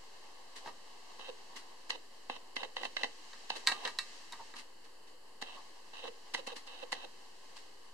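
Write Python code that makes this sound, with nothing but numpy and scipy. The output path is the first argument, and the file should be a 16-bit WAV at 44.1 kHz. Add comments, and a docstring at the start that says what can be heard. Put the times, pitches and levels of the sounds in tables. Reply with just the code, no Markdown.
"""A faint hiss and the rub of a glove and cloth come first: a hand turns a tin toy ship close to a camera
in a quiet room. Gritty scuffs swell and fade; loose tin parts tap and ring; the glove creaks on the tin.
The camera's autofocus keeps hunting: its gears scrape, take up with a clack, whirr briefly and brake with
a low falling groan. This vibration travels through the resonant housing to both microphone ports."""
import sys
import numpy as np
from scipy import signal
from scipy.fft import rfft, irfft, next_fast_len
from scipy.io import wavfile
from scipy.ndimage import uniform_filter1d, map_coordinates

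SR = 44100
rng = np.random.default_rng(int(sys.argv[2]) if len(sys.argv) > 2 else 0)


def unload_wav(signal):
    """Save mono or channel-first audio to the path in sys.argv[1] as 16-bit WAV at rate SR, clipped to [-1, 1]."""
    wavfile.write(
        sys.argv[1],
        SR,
        np.round(np.clip(np.atleast_2d(signal).T, -1, 1) * 32767).astype(np.int16),
    )


N = 349713
T = np.arange(SR // 4) / SR  # time within one event, t/s


def amp(db):
    """Amplitude ratio of a level in decibels."""
    return 10 ** (np.asarray(db) / 20)

def unit(x, size=None):
    """Normalisation to rms 1 over the first size samples."""
    return x / np.sqrt(np.mean(x[..., :size] ** 2) + 1e-20)

def along(points, hz):
    """Interpolation of (f/Hz, value) points on a logarithmic frequency axis."""
    f, values = np.transpose(points)
    return np.interp(np.log(hz + 1), np.log(f + 1), values)

def wobble(rate):
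    """Smooth random modulation, with rate knots a second."""
    knots = rng.standard_normal(int(N * rate / SR) + 4)
    return map_coordinates(knots, [np.arange(N) * rate / SR])

def filtered(x, response):
    """Linear filtering: the spectrum times a frequency response."""
    n = x.shape[-1]
    padded = 2 * next_fast_len(n // 2 + 4096)
    return irfft(rfft(x, padded) * response(np.fft.rfftfreq(padded, 1 / SR)), padded)[..., :n]

def causal(db):
    """The minimum-phase response with this gain."""
    cepstrum = irfft(np.log(amp(db) + 1e-6))
    half = len(cepstrum) // 2
    return np.exp(rfft(np.r_[cepstrum[0], 2 * cepstrum[1:half]], 2 * half))

def tilted(x, db_per_octave):
    """Spectral tilt: harder contacts are brighter."""
    return filtered(x, lambda hz: causal(db_per_octave * np.log2(np.clip(hz, 600, 7000) / 2000)))

def whitened(burst):
    """Whitening: a flatter force spectrum lets the struck body set the colour."""
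    spectrum = rfft(burst, 2 * len(T))
    magnitude = np.abs(spectrum)
    return irfft(spectrum / (magnitude + .4 * magnitude.mean()))[:, :len(T)]

def add(track, start_s, sound):
    """Superposition of a sound on a track."""
    part = track[:, round(start_s * SR):][:, :sound.shape[-1]]
    part += sound[..., :part.shape[-1]]

# Notches of the port cavities: f/Hz, half-width/Hz, gain/dB
PORT_CAVITIES = [(1387, 167, -9.5), (2375, 154, -10.5), (3515, 280, -7)]
def ports(x):
    """Antiresonance: the hollows of the microphone ports absorb narrow bands."""
    gain_db = lambda f: sum(db * np.exp(-((f - hz) / width) ** 2) for hz, width, db in PORT_CAVITIES)
    return filtered(x, lambda f: causal(gain_db(f)))

# Likeness of left and right: f/Hz, correlation coefficient
CORRELATION = [(40, 1), (500, 0.41), (1000, 0.49), (1600, 0), (3000, 0.14), (4500, 0), (7000, 0.13),
               (12000, 0)]
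def stereo_noise(spectrum):
    """Partial coherence: noise of rms 1, nearly mono in the bass."""
    def response(hz):
        angle = np.arccos(np.clip(along(CORRELATION, hz), -1, 1)) / 2
        return amp(along(spectrum, hz)) * [np.cos(angle), np.sin(angle)]
    mid, side = filtered(rng.standard_normal((2, N)), response)
    return unit(np.array([mid + side, mid - side]))

# Hiss spectrum: f/Hz, spectrum level/dB
HISS_SPECTRUM = [(20, 2), (95, -11.5), (135, -14), (175, -5), (520, 7), (610, -6), (980, -3.5), (1400, 1.5),
                 (1850, -2.5), (2400, -17), (3000, 2.5), (3500, -29), (4450, 1), (5900, -25), (7300, -9),
                 (14000, -21)]
def hiss(level_db=-62):
    """Stationary noise, coloured by the ports, forms a faint floor."""
    return amp(level_db) * ports(stereo_noise(HISS_SPECTRUM))

# Strength of rubbing: t/s, glove level/dB, cloth level/dB
RUBBING = [(0.0, -65.5, -60.5), (1.39, -64.5, -57.5), (1.99, -67, -62.5), (2.56, -69, -61.5),
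           (2.98, -62, -64), (3.47, -60, -59.5), (3.75, -61.5, -54.5), (4.09, -58, -60), (4.44, -60.5, -63),
           (4.66, -68.5, -64), (5.3, -74, -63.5), (5.63, -65, -62), (6.67, -67, -60), (7.57, -65, -61.5),
           (7.93, -69, -62)]
# Pushes on the cloth: t/s, level/dB
CLOTH_PUSHES = [(.684, -53), (3.86, -45.5), (5.57, -60)]
# Friction spectra: f/Hz, spectrum level/dB
GLOVE_SPECTRUM = [(120, -47), (200, -7), (700, -9), (1700, -0.5), (4200, 0), (8000, -9), (14000, -40)]
CLOTH_SPECTRUM = [(100, -71), (220, -12), (480, -3.5), (620, -3), (800, 4.5), (1100, 4.5), (1400, -11),
                  (1900, -7.5), (4000, -6), (12000, -31.5)]
def glove_and_cloth(glove_gain_db=4.5, cloth_gain_db=-1, push_width_s=0.032):
    """Sliding friction: the glove rubs painted tin; the cloth rustles and swells where pushed."""
    t = np.arange(N) / SR
    times, *levels = np.transpose(RUBBING)
    glove_db, cloth_db = [np.interp(t, times, level) for level in levels]
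    pushes = sum(amp(level) * np.exp(-.5 * ((t - at) / push_width_s) ** 2) for at, level in CLOTH_PUSHES)
    glove = amp(glove_db + glove_gain_db + 0.68 * wobble(rate=11)) * unit(stereo_noise(GLOVE_SPECTRUM))
    flutter = amp(2 * wobble(rate=25))
    cloth = (amp(cloth_db + cloth_gain_db) + pushes) * flutter * stereo_noise(CLOTH_SPECTRUM)
    return ports(glove + cloth)

# Spectrum of scuffs and gear scrapes: f/Hz, spectrum level/dB
SLIDE_SPECTRUM = [(130, -49), (250, 1), (600, -8), (1050, 3.5), (4300, 4), (6000, -4), (9000, -8.5),
                  (14000, -26.5)]
def slides(events, t60_s, grain_db=1.5):
    """Transient friction: gritty noise rises linearly and decays exponentially."""
    rise_s = 0.088 * t60_s
    shape = np.minimum(T / rise_s, 1) * amp(-60 * np.maximum(T - rise_s, 0) / t60_s)
    envelope = np.zeros((1, N))
    for peak_s, level in events:
        add(envelope, peak_s - rise_s, amp(level) * shape)
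    return envelope * unit(ports(stereo_noise(SLIDE_SPECTRUM)) * amp(grain_db * wobble(rate=330)))

# Short gritty scuffs: t/s, level/dB
SCUFFS = [(0.568, -45), (1.569, -43.5), (3.567, -43), (3.878, -44), (4.567, -46), (4.592, -51), (4.85, -59),
          (5.08, -59), (6.381, -52), (6.568, -45), (7.569, -50)]
def scuffs():
    """Amplitude-modulated noise: short gritty scuffs swell and fade."""
    return slides(SCUFFS, t60_s=0.17)

# Loose parts striking the deck: t/s, level/dB, tilt/(dB per octave)
TIN_IMPACTS = [(0.6597, -50.5, -10.5), (0.673, -47.5, -10), (3.332, -54, -3.5), (3.667, -45, 5),
               (3.672, -25.5, 3.5), (3.676, -38, 0.5), (3.685, -39, 3), (3.696, -41, -5),
               (3.7167, -38.5, -3.5), (3.854, -41.5, -1.5), (3.875, -40.5, -1.5), (3.9871, -34, 4.5),
               (4.323, -48.5, 6), (4.332, -49, -5.5), (4.538, -53, -6.5)]
# Modes of the tin sheet: f/Hz, level/dB, T60/s
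TIN_MODES = [(233, -21.5, 0.44), (530, -15, 0.13), (942, 1.5, 0.12), (1080, 2, 0.12), (1199, 1.5, 0.32),
             (1294, 1.5, 0.1), (1609, 8, 0.085), (1720, 4, .05), (1895, 15, 0.042), (1947, 9, 0.073),
             (2267, 0.5, 0.12), (2696, 0, 0.14), (3020, -5, 0.057), (3764, 12, 0.056), (3840, 10, 0.035),
             (4060, 21.5, 0.0068), (4380, 6, 0.019), (4920, -4, 0.032), (7900, -6, 0.045),
             (9700, -11, 0.025)]
# Contact noise: f/Hz, spectrum level/dB
CRACK_SPECTRUM = [(120, -43), (260, -14.5), (600, -8), (1200, 2), (1900, -1), (2700, -9.5), (3200, -4.5),
                  (4000, 5.5), (6000, -14), (8000, -13.5), (14000, -41)]
def tin_taps(crack_t60_s=0.029, crack_db=-1, gain_db=0.4, attack_s=0.00042):
    """Impact excitation: each contact cracks and rings the sheet's damped modes at new strengths."""
    out = np.zeros((2, N))
    hz, db, t60 = np.transpose(TIN_MODES)[:, :, None]
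    for start, level, tilt in TIN_IMPACTS:
        strength = amp(db + 2 * rng.standard_normal(hz.shape))
        phase = 2 * np.pi * rng.random(hz.shape)
        # loose seams blur the ring
        drift = np.cumsum(rng.standard_normal((len(hz), len(T))), 1) * 0.042 * np.sqrt(hz / 2000)
        modes = strength * amp(-60 * T / t60) * np.sin(2 * np.pi * hz * T + phase + drift)
        ring = modes.sum(0) * (1 - np.exp(-T / attack_s))
        contact = rng.standard_normal(len(T)) + .5 * rng.standard_normal((2, len(T)))  # nearly mono
        contact *= amp(-60 * T / crack_t60_s)
        crack = ports(filtered(contact, lambda f: causal(along(CRACK_SPECTRUM, f))))
        tap = unit(ring, size=882) + amp(crack_db) * unit(crack, size=882)
        add(out, start, amp(level + gain_db) * unit(tilted(tap, tilt), size=882))
    return out

# Focus moves, each a scrape, clack, whirr and brake: t/s, duration/s, scrape level/dB, clack level/dB,
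# clack tilt/(dB per octave), barrel f/Hz, brake level/dB
FOCUS_MOVES = [(1.1945, 0.1, -58, -49.5, -6, 1110, -44), (1.903, 0.053, -39.5, -32, 1.5, 1930, -50),
               (2.2973, 0.069, -57, -36, -5, 1120, -54.5), (2.565, 0.051, -44.5, -34, -2, 2020, -49),
               (2.631, 0.018, -55, -38.5, -4.5, 2010, -48.5), (2.766, 0.052, -52, -35.5, -2.5, 1930, -50),
               (2.832, 0.02, -51, -39, -3, 1900, -55), (2.851, 0.012, -44, -37.5, -1.5, 870, -56),
               (2.9665, 0.05, -59, -32.5, -1.5, 2000, -50), (3.0325, .009, -57, -30.5, -1.5, 1940, -66),
               (3.0414, 0.011, -52, -35, -2, 1940, -52), (3.5011, 0.064, -47, -32, -1, 900, -49.5),
               (3.72, 0.14, -60, -35, -0.5, 880, -44.5), (3.851, .02, -51, -36, 0, 3020, -57),
               (5.423, 0.14, -42, -39, -3.5, 1260, -58), (5.934, 0.11, -69, -54.5, -5, 1690, -46),
               (6.052, 0.032, -70, -47, -9, 1960, -45.5), (6.346, 0.049, -35, -32, -1.5, 2040, -50),
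               (6.4747, 0.053, -39.5, -42, -5, 920, -46), (6.674, 0.16, -52, -55, 3, 1960, -44),
               (6.9266, 0.12, -34.5, -32.5, -1.5, 1990, -48.5)]
def gear_scrapes(lead_s=0.0035):
    """Sliding friction: the gears slip just before they catch."""
    return slides([(start - lead_s, level) for start, _, level, *_ in FOCUS_MOVES], t60_s=0.077)

# Housing modes: f/Hz, half-width/Hz, level in a clack/dB, level in a whirr/dB
HOUSING_MODES = [(266, 54, 0, -7), (503, 53, 5.5, 4.5), (798, 80, 10, 6.5), (1042, 310, 6, 5),
                 (1590, 170, 6.5, 2.5), (1980, 177, 9.5, 0), (2687, 125, 11, 9), (3027, 290, 11, 7.5),
                 (3770, 260, 11, 8.5), (4270, 450, 7.5, -7), (5580, 1130, -4, -10.5),
                 (8660, 840, -16.5, -18.5)]
def housing(x, column, cutoff_hz=190):
    """Structure-borne sound: the camera body passes its resonances and little bass."""
    def response(f):
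        power = sum((amp(db[column]) / (1 + ((f - hz) / width) ** 2)) ** 2
                    for hz, width, *db in HOUSING_MODES)
        high_pass = (f / cutoff_hz) ** 4 / (1 + (f / cutoff_hz) ** 4) + .01
        return causal(10 * np.log10(power * high_pass))
    return filtered(x, response)

def focus_clacks(attack_s=0.0006, blow_s=.0042, rattle_db=-23, rattle_t60_s=0.2,
                 barrel_db=6.5, barrel_octaves=0.14):
    """Impact excitation: chattering gear teeth knock the lens barrel and the housing into resonance."""
    out = np.zeros((2, N))
    envelope = np.exp(-(T / blow_s) ** 2) + amp(rattle_db - 60 * T / rattle_t60_s)
    for start, _, _, level, tilt, barrel_hz, _ in FOCUS_MOVES:
        # the paths to the two ports are partly shared
        chatter = rng.standard_normal((2, len(T))) + 1.07 * rng.standard_normal(len(T))
        force = whitened(chatter * envelope) * (1 - np.exp(-T / attack_s))
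        peak = lambda f: np.exp(-(np.log2((f + 1) / barrel_hz) / barrel_octaves) ** 2)
        knock = filtered(force, lambda f: causal(barrel_db * peak(f)))
        clack = ports(tilted(housing(knock, column=0), tilt))
        add(out, start, amp(level) * unit(clack, size=530))
    return out

def focus_whirr(drive_db=-50.5, ease_db_per_s=34, fade_db=4, grain_db=3,
                overrun_s=0.0079, strain_db=-4.5, strain_s=0.0069):
    """Forced vibration: gear teeth grind on the housing, hardest as the motor starts and brakes."""
    drive = np.zeros((1, N))
    for start, duration, *_, brake_db in FOCUS_MOVES:
        t = T[T < duration + overrun_s]
        move_db = drive_db - ease_db_per_s * duration  # longer moves are driven more gently
        running = amp(move_db + fade_db * (1.35 - t / t[-1]))
        strain = amp(brake_db + strain_db) * np.exp(-.5 * ((t - duration) / strain_s) ** 2)
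        add(drive, start, running + strain)
    teeth = rng.standard_normal((2, N)) + 0.56 * rng.standard_normal(N)
    teeth *= amp(grain_db * wobble(rate=600))
    return uniform_filter1d(drive, size=220) * unit(ports(housing(teeth, column=1)))

def focus_brakes(pitch_hz=510, fall_per_s=9, rise_s=0.0065, decay_s=0.011, lead_s=.03,
                 roughness=0.2, firm_db=-41):
    """Falling glide: the slowing motor sweeps down through a low resonance of the housing."""
    out = np.zeros((2, N))
    t = T - lead_s
    envelope = np.exp(-.5 * (t / np.where(t < 0, rise_s, decay_s)) ** 2)
    grit_spectrum = [(100, -54), (230, 3.5), (600, 7.5), (3000, -29)]  # f/Hz, level/dB
    port_phase = np.array([[0], [.8]])
    for start, duration, *_, level in FOCUS_MOVES:
        pitch = pitch_hz * np.exp(-fall_per_s * t + 0.0327 * rng.standard_normal())
        phase = 2 * np.pi * (np.cumsum(pitch) / SR + rng.random())
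        grit = unit(filtered(rng.standard_normal((2, len(T))), lambda f: amp(along(grit_spectrum, f))))
        grit_gain = roughness * amp(firm_db - level)  # a gentle stop is more thud than tone
        groan = unit(np.sin(phase + port_phase) + grit_gain * grit)
        add(out, start + duration - lead_s, amp(level) * groan * envelope)
    return out

# Creaks of the glove on the tin: t/s, f/Hz, level/dB
CREAKS = [(4.334, 953, -48.5), (4.407, 920, -47.5), (5.581, 1096, -55)]
def glove_creaks(width_s=0.01, lead_s=0.033):
    """Stick-slip friction: a short, rough tone swells out of the rubbed sheet."""
    out = np.zeros((2, N))
    envelope = np.exp(-.5 * ((T - lead_s) / width_s) ** 2)
    for peak_s, hz, level in CREAKS:
        slip = .075 * np.cumsum(rng.standard_normal(len(T)))
        add(out, peak_s - lead_s, amp(level) * unit(np.sin(2 * np.pi * hz * T + slip)) * envelope)
    return out

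# Reverberation times of the small room: f/Hz, T60/s
ROOM_DECAY = [(200, 0.48), (1200, 0.12), (4000, 0.17), (12000, 0.22)]
def room(x, delay_samples=220):
    """Reverberation: a diffuse tail in which each frequency decays at its own rate."""
    hz, t, spectra = signal.stft(rng.standard_normal((2, SR // 2)), SR, nperseg=256)
    decay = amp(-60 * t / along(ROOM_DECAY, hz)[:, None])
    tail = signal.istft(spectra * decay, SR, nperseg=256)[1]
    tail = np.pad(tail / np.linalg.norm(tail[0]), ((0, 0), (delay_samples, 0)))
    return ports(signal.fftconvolve(x, tail, axes=1)[:, :N])

def left_delayed(x, samples=5):
    """Path difference: the lens reaches the left port later."""
    return np.array([np.pad(x[0], (samples, 0))[:N], x[1]])

def scene():
    """Superposition: the toy in front, the lens nearer the right port, hiss under all."""
    toy = (tin_taps() + glove_creaks()) * amp([[-.5], [.5]])
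    lens = left_delayed(focus_clacks() + focus_whirr() + focus_brakes()) * amp([[-1.7], [1.5]])
    reverberation = amp(-5.5) * room(toy) + amp(-11) * room(lens)
    friction = gear_scrapes() + glove_and_cloth() + scuffs()
    return toy + lens + reverberation + friction + hiss()

def record(dry, top_hz=14200, offset=-.0025):
    """Band limiting: the camera cuts the top treble and adds a small constant offset."""
    return filtered(dry, lambda hz: hz < top_hz) + offset


dry = scene()
out = record(dry)
unload_wav(out)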